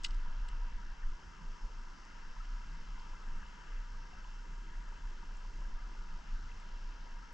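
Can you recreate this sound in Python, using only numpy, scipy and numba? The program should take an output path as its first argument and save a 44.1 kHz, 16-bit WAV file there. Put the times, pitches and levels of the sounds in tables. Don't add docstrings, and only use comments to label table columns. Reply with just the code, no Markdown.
import sys
import numpy as np
from scipy import signal
from scipy.fft import rfft, irfft, next_fast_len
from scipy.io import wavfile
from scipy.ndimage import uniform_filter1d
from numba import njit

SR = 44100
rng = np.random.default_rng(int(sys.argv[2]) if len(sys.argv) > 2 else 0)


def makeup_ratio(level_db):
    decades = np.asarray(level_db, float) / 20
    return 10 ** decades


def to_wav(s):
    ch = np.atleast_2d(s).T
    pcm = np.round(np.clip(ch, -1, 1) * 32767)
    wavfile.write(sys.argv[1], SR, pcm.astype(np.int16))


N = 323253
T = np.arange(N) / SR
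F = np.maximum(np.fft.rfftfreq(next_fast_len(N, True) // 2 * 2, 1 / SR), 1)

# t/s, level/dB
FLOW = [(0, -57), (.8, -60), (1.2, -61), (2.4, -59.5), (3.3, -58), (4, -60.5), (5.2, -61), (6.2, -60),
        (7.33, -59.5)]
# f/Hz, density/dB
WASH_SPECTRUM = [(120, -7.5), (200, 0), (657, -9.5), (851, -5), (982, 0.5), (1120, -5.5), (1650, -1.5),
                 (1800, -6), (2490, -16), (2800, -12.5), (3400, -17.5), (4070, -40), (4400, -30),
                 (5720, -66), (9680, -120)]
# f/Hz, share/1
WASH_LIKENESS = [(100, 1), (150, 0.7), (300, 0.37), (650, 0.5), (900, 0.79), (4000, .3)]
# f/Hz, left minus right/dB
WASH_PAN = [(100, 10), (160, -6), (550, -3.5), (800, -1), (3100, 8.5), (4000, -6)]
# t/s, level/dB, length/s
SURGES = [(0.28, -68, 0.049), (0.563, -65, 0.074), (0.79, -74, 0.05), (1.27, -71, 0.06),
          (1.442, -63.5, 0.07), (1.9, -79, 0.067), (2.786, -70.5, 0.26), (3.356, -66, 0.3),
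          (4.18, -80.3, 0.06), (4.517, -66, 0.075), (4.688, -64, 0.049), (5.242, -68.1, 0.07),
          (5.57, -69, 0.06), (6.254, -72.5, 0.5)]
# t/s, peak level/dB, f/Hz; the short ones near 960 Hz are the lowest housing cavity
PLOPS = [(.26, -49, 960), (0.447, -53, 950), (.53, -50.5, 960), (.83, -52, 1460), (1.031, -48, 1760),
         (1.035, -52, 1490), (1.191, -54, 932), (1.335, -55, 1320), (1.391, -54.5, 1020), (2.364, -50, 970),
         (2.978, -49, 966), (3.133, -48.5, 995), (3.43, -47.5, 1620), (3.405, -52, 1680),
         (3.944, -51.5, 1170), (4.13, -56.5, 720), (4.249, -49, 970), (4.923, -50, 944), (5.229, -51, 930),
         (5.31, -54, 1560), (5.45, -50, 960), (5.618, -49.5, 980), (5.95, -54, 895), (5.76, -67, 697),
         (5.821, -50.5, 1514)]
# f/Hz, width/Hz, level/dB, left minus right/dB
CAVITIES = [(960, 79, -6, 7), (1200, 20, -4, 8.5), (1327, 125, -5, 7.5), (1434, 65, -3.5, -2.5),
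            (1620, 120, -5.5, 3.5), (2078, 105, -7.5, -6), (2737, 160, -9, 1), (3000, 780, -9.5, -0.5),
            (3760, 2500, -25, 4.5)]
# f/Hz, density/dB
HISS_SPECTRUM = [(2120, -32), (3600, -3), (4190, -2), (5380, 2), (5790, -2.5), (6350, -3.5), (7020, -5),
                 (7640, -10), (7980, -13), (8420, -22), (9060, -23.5), (11800, -48), (19900, -120)]
# f/Hz, left minus right/dB
HISS_PAN = [(4000, -0.5), (4600, -3.5), (5800, 2.5), (6300, -3), (9000, 2.5), (10300, 16), (10700, 9)]
# t/s, throb level/dB, length/s, throb f/Hz
GUSTS = [(0.126, -39.5, 0.2, 22.13), (0.323, -38.5, 0.252, 29.83), (0.624, -35.5, 0.15, 28.76),
         (0.767, -36.5, 0.05, 28.04), (0.891, -41, 0.064, 23.98), (1.074, -31.5, 0.067, 25.81),
         (1.493, -39.5, 0.054, 26.44), (1.65, -38, 0.025, 26.3), (1.765, -44, 0.2, 26.5),
         (2.313, -44.5, 0.28, 25.99), (2.526, -38.5, 0.096, 28.2), (2.767, -44.5, 0.2, 24.39),
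         (2.947, -42, 0.14, 28.91), (3.124, -45, 0.053, 28), (3.345, -37.5, 0.11, 26.37),
         (3.784, -41.5, 0.14, 28), (3.96, -50, 0.21, 26.64), (4.456, -47, 0.348, 30.28),
         (4.793, -44.5, 0.1, 27.78), (4.894, -45, 0.042, 28.05), (5.091, -46, 0.096, 23.54),
         (5.25, -51, 0.55, 25.01), (5.648, -41, 0.27, 25.35), (5.855, -47, 0.1, 27.34),
         (6.006, -40.5, 0.037, 23.65), (6.137, -42.3, 0.12, 22.44), (6.338, -35.2, 0.05, 28.29),
         (6.542, -53.5, 0.65, 27.9), (6.866, -42.5, 0.13, 26.84), (7.155, -45, 0.063, 25.22)]
# t/s, level/dB
BREEZE = [(.3, -60), (.55, -62.5), (.8, -64), (1.2, -61.5), (1.6, -74), (2.05, -79), (2.5, -64),
          (3.15, -72.5), (3.4, -61.5), (3.6, -79.5), (4.05, -59.5), (4.6, -67.5), (5.1, -64), (5.6, -62),
          (6.15, -74.5), (6.45, -56.5), (7.1, -72), (7.33, -55.5)]
# f/Hz, width/Hz, level/dB
BUZZ_BANDS = [(4560, 150, -91), (5200, 300, -80), (5550, 200, -83), (5990, 190, -79), (7130, 250, -91),
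              (9100, 400, -110), (10180, 300, -106), (11050, 300, -104)]
# t/s, peak level/dB, f/Hz, click time/ms, width/Hz
CLICKS = [(0.036, -42, 6100, 1.4, 3500), (0.0431, -33.5, 3470, 1.1, 5900), (0.045, -28, 4450, 2.8, 6900),
          (0.0474, -23.5, 3070, 1.1, 2500), (0.0505, -29.5, 4700, 1.7, 3000), (0.053, -47, 4500, 1.5, 6000),
          (0.057, -37.5, 3540, 3.7, 5000), (0.063, -41.5, 4030, 3.7, 6000), (0.067, -46, 4830, 3.7, 2500),
          (.086, -53, 6900, 3.5, 5000), (0.108, -44, 4500, 2.1, 4000), (0.117, -60, 5500, 2.2, 2500),
          (.146, -50, 5460, 2, 4000), (0.488, -44.5, 3000, 3.9, 5000), (0.4874, -52, 8060, 2, 3500),
          (2.051, -60, 7100, 3.8, 2440), (2.997, -53, 4740, 3.5, 890), (5.37, -57.5, 6840, 3.5, 1475),
          (6.601, -61, 7800, 1.9, 1500), (7.327, -60.5, 11000, 2.3, 6060)]
# f/Hz, width/Hz, level/dB
CASE_MODES = [(2050, 64, 2.5), (2926, 135, 1), (3820, 2000, -5.5), (5000, 320, -11.5), (6900, 540, -9),
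              (7800, 130, -2), (11000, 2000, -9)]

SIDES = np.array([[1], [-1]])


def unit(x):
    return x / np.sqrt(np.mean(x ** 2))


def spectrum(table):
    hz, value = np.transpose(table)
    return np.interp(np.log(F), np.log(hz), value)


def envelope(table):
    s, value = np.transpose(table)
    return np.interp(T, s, value)


def ring(hz, width):
    return 1 / (1 + 1j * (F ** 2 - hz ** 2) / (F * width))


def shape(x, response):
    size = 2 * len(F) - 2
    return irfft(rfft(x, size) * response, size)[..., :N]


def walk(rate):
    k = int(SR / rate)
    held = np.repeat(rng.standard_normal(N // 100), k)[:N]
    return unit(uniform_filter1d(uniform_filter1d(held, k), k))


def restless(swell_db, flicker_db, channels=1):
    out = 0
    for hz in 60 * 2 ** np.arange(0, 8, .5):
        mask = np.cos(np.pi * np.clip(np.log2(F / hz), -.5, .5))
        band = shape(rng.standard_normal((channels, N)), mask)
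        out = out + band * makeup_ratio(swell_db * walk(1.614) + flicker_db * walk(14))
    return out


def swells(s, db, length_s):
    age = (T - s[:, None]) / length_s[:, None]
    return makeup_ratio(db)[:, None] * np.exp(-4 * np.log(2) * age ** 2)


@njit
def bubbles(start, hz, cycles, size, glide, n):
    out = np.zeros(n)
    for k in range(len(start)):
        life = cycles[k] * SR / hz[k]
        phase = 0.
        for i in range(min(int(5 * life), n - start[k])):
            phase += 2 * np.pi * hz[k] * (1 + glide * i / life) / SR
            fade = np.exp(-i / life) * (1 - np.exp(-8 * i / life))
            out[start[k] + i] += size[k] * fade * np.sin(phase)
    return out


def wash():
    mid, side = restless(0.68, 1.9, channels=2)
    like = np.clip(spectrum(WASH_LIKENESS), 0, 1)
    colour = makeup_ratio(spectrum(WASH_SPECTRUM) + SIDES * spectrum(WASH_PAN) / 2)
    common = shape(mid, colour * np.sqrt(1 + like))
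    opposed = shape(side, colour * np.sqrt(1 - like))
    return unit(common + SIDES * opposed)


def drone():
    surge = makeup_ratio(-68.5) + swells(*np.transpose(SURGES)).sum(axis=0)
    deep = rng.standard_normal((2, N))
    modes = ring(159.6, 41) ** 2 + 0.75 * ring(183.0, 70) ** 2
    tone = unit(shape(deep[0] + 0.39 * SIDES * deep[1], modes))
    return makeup_ratio(-0.4) * surge * tone * makeup_ratio(-1.8 * SIDES)


def riffle(riffle_db):
    when, pitch, decay, rarity = rng.random((7000, 4)).T
    start = (when * N).astype(np.int64)
    size = makeup_ratio(-1.7 * np.log(rarity))
    froth = bubbles(start, 800 * 4 ** pitch ** 1.5, 3 + 5 * decay, size, .03, N)
    s, db, hz = np.transpose(PLOPS)
    plops = bubbles((s * SR).astype(np.int64), hz.copy(), np.full(len(s), 6.), makeup_ratio(db + 1), .02, N)
    stream = makeup_ratio(riffle_db) * unit(unit(froth) * .9 + unit(restless(.8, .8)[0]))
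    cavities = sum(makeup_ratio(db + SIDES * pan / 2) * ring(hz, width) ** 2 for hz, width, db, pan in CAVITIES)
    lag = np.exp(-1j * np.pi * F * SIDES * 70e-6)
    return shape(stream, cavities * lag * makeup_ratio(12.0)) + shape(plops, lag) * makeup_ratio(SIDES * 2.0 + 2.0)


def hiss():
    notches = (1 - .85 * ring(10600, 350)) * (1 - .5 * ring(9550, 300)) * (1 - .6 * ring(12000, 900))
    centre, wide = restless(1.0, 0.54, channels=2)
    colour = makeup_ratio(spectrum(HISS_SPECTRUM) + SIDES * spectrum(HISS_PAN) / 2)
    return unit(shape(centre + 0.11 * SIDES * wide, notches * colour))


def water():
    riffle_db = envelope(FLOW)
    swing_db = riffle_db - riffle_db.mean()
    wash_db = -71 + 0.18 * swing_db
    hiss_db = -69 + 0.2 * swing_db
    near = makeup_ratio(wash_db + 10.5) * wash() + drone() + riffle(riffle_db)
    return near + makeup_ratio(hiss_db - 0.3) * hiss()


def wind():
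    s, db, length_s, pitch = np.transpose(GUSTS)
    gusts = swells(s, db, length_s)
    breeze_db = envelope(BREEZE)
    lull = makeup_ratio(-53 + 0.2 * (breeze_db - breeze_db.mean()))
    strength = gusts.sum(axis=0) + lull
    hz = (pitch @ gusts + pitch.mean() * lull) / strength
    rock = np.sin(2 * np.pi * np.cumsum(0.98 * hz * (1 + 0.1996 * walk(25))) / SR)
    sway = shape(rng.standard_normal(N), ring(29, 33) ** 2)
    flutter = shape(rng.standard_normal((2, N)), ring(31, 40) * ring(50, 50)) * makeup_ratio(5.2 * walk(30))
    trend = uniform_filter1d(strength, size=16000)
    motion = strength * unit(rock) + .65 * trend * unit(sway)
    throb = shape(motion, 1 / (1 + (F / 47) ** 6))
    apart = makeup_ratio(-28.5) * unit(sway[::-1]) * SIDES
    flutter = unit(flutter[0] + .1 * flutter[1] * SIDES)
    flutter_level = makeup_ratio(breeze_db + 3.5) * (strength / trend) ** 0.27
    return makeup_ratio(0.2) * (throb + strength * apart) + flutter_level * flutter


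def buzz():
    frame_hz = 60000 / 1001
    ticks, clock = np.zeros((2, N))
    frames = np.arange(int(N / SR * frame_hz))
    ticks[np.round((frames + .93) * SR / frame_hz).astype(int)] = 1
    clock[np.round(np.arange(.031, N / SR, .1582) * SR).astype(int)] = 1
    chirp = makeup_ratio(-102) * unit(shape(clock, ring(11780, 200) ** 2 + .8 * ring(12260, 200) ** 2))
    frame = sum(makeup_ratio(db) * unit(shape(ticks, ring(hz, width) ** 2)) for hz, width, db in BUZZ_BANDS)
    right = shape(frame, 1 / (1 + (F / 10400) ** 30))
    return np.array([(frame + chirp) * makeup_ratio(-.6), right * makeup_ratio(.8)])


def clicks():
    case = sum(makeup_ratio(db) * ring(hz, width) for hz, width, db in CASE_MODES) + makeup_ratio(-23)
    case = case * (makeup_ratio(-23) + 1 / (1 + (F / 8800) ** 14))
    difference = (ring(2800, 1600) ** 2 + .15) * .5 * SIDES
    out = np.zeros((2, N))
    for s, db, hz, ms, width in CLICKS:
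        age = (T - s) * 1000 / ms
        tap = np.exp(-np.abs(age) * np.where(age < 0, 1.6, 1))
        near, far = np.sign(rng.standard_normal((2, N))) * tap
        colour = case * ring(hz, width) ** 2
        rung = shape(near, colour) + shape(far, colour * difference)
        out += makeup_ratio(db - 2.0) * rung / np.max(np.abs(rung.mean(axis=0)))
    return out


def scene():
    return water() + wind() + buzz() + clicks()


def low_pass(x):
    return signal.sosfilt(signal.butter(12, 12350, fs=SR, output="sos"), x)


def record(dry):
    mid, side = (dry[0] + dry[1]) / 2, (dry[0] - dry[1]) / 2
    bass_db = 10 * np.log10(uniform_filter1d(mid ** 2, size=2000) + 1e-12)
    treble_db = 10 * np.log10(uniform_filter1d(shape(mid, F > 6500) ** 2, size=900) + 1e-12)
    spared_db = 4 * np.maximum(treble_db + 72, 0)
    for low in np.arange(5600, 12600, 700):
        band = 1. * (F >= low) * (F < low + 700)
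        strain_db = bass_db - spared_db + 4.5 * walk(32)
        mid_limit = np.interp(low, [7500, 9000, 12000], [-10, -36, -43])
        side_limit = np.interp(low, [5600, 6300, 7000, 7700, 12000], [-40, -56, -56, -36, -41])
        mid = mid - shape(mid, band) * np.clip((strain_db - mid_limit) / 2, 0, .97)
        side = side - shape(side, band) * np.clip((strain_db - side_limit) / 2, 0, .95)
    return low_pass(np.array([mid + side, mid - side]))


dry = scene()
out = record(dry)
to_wav(out)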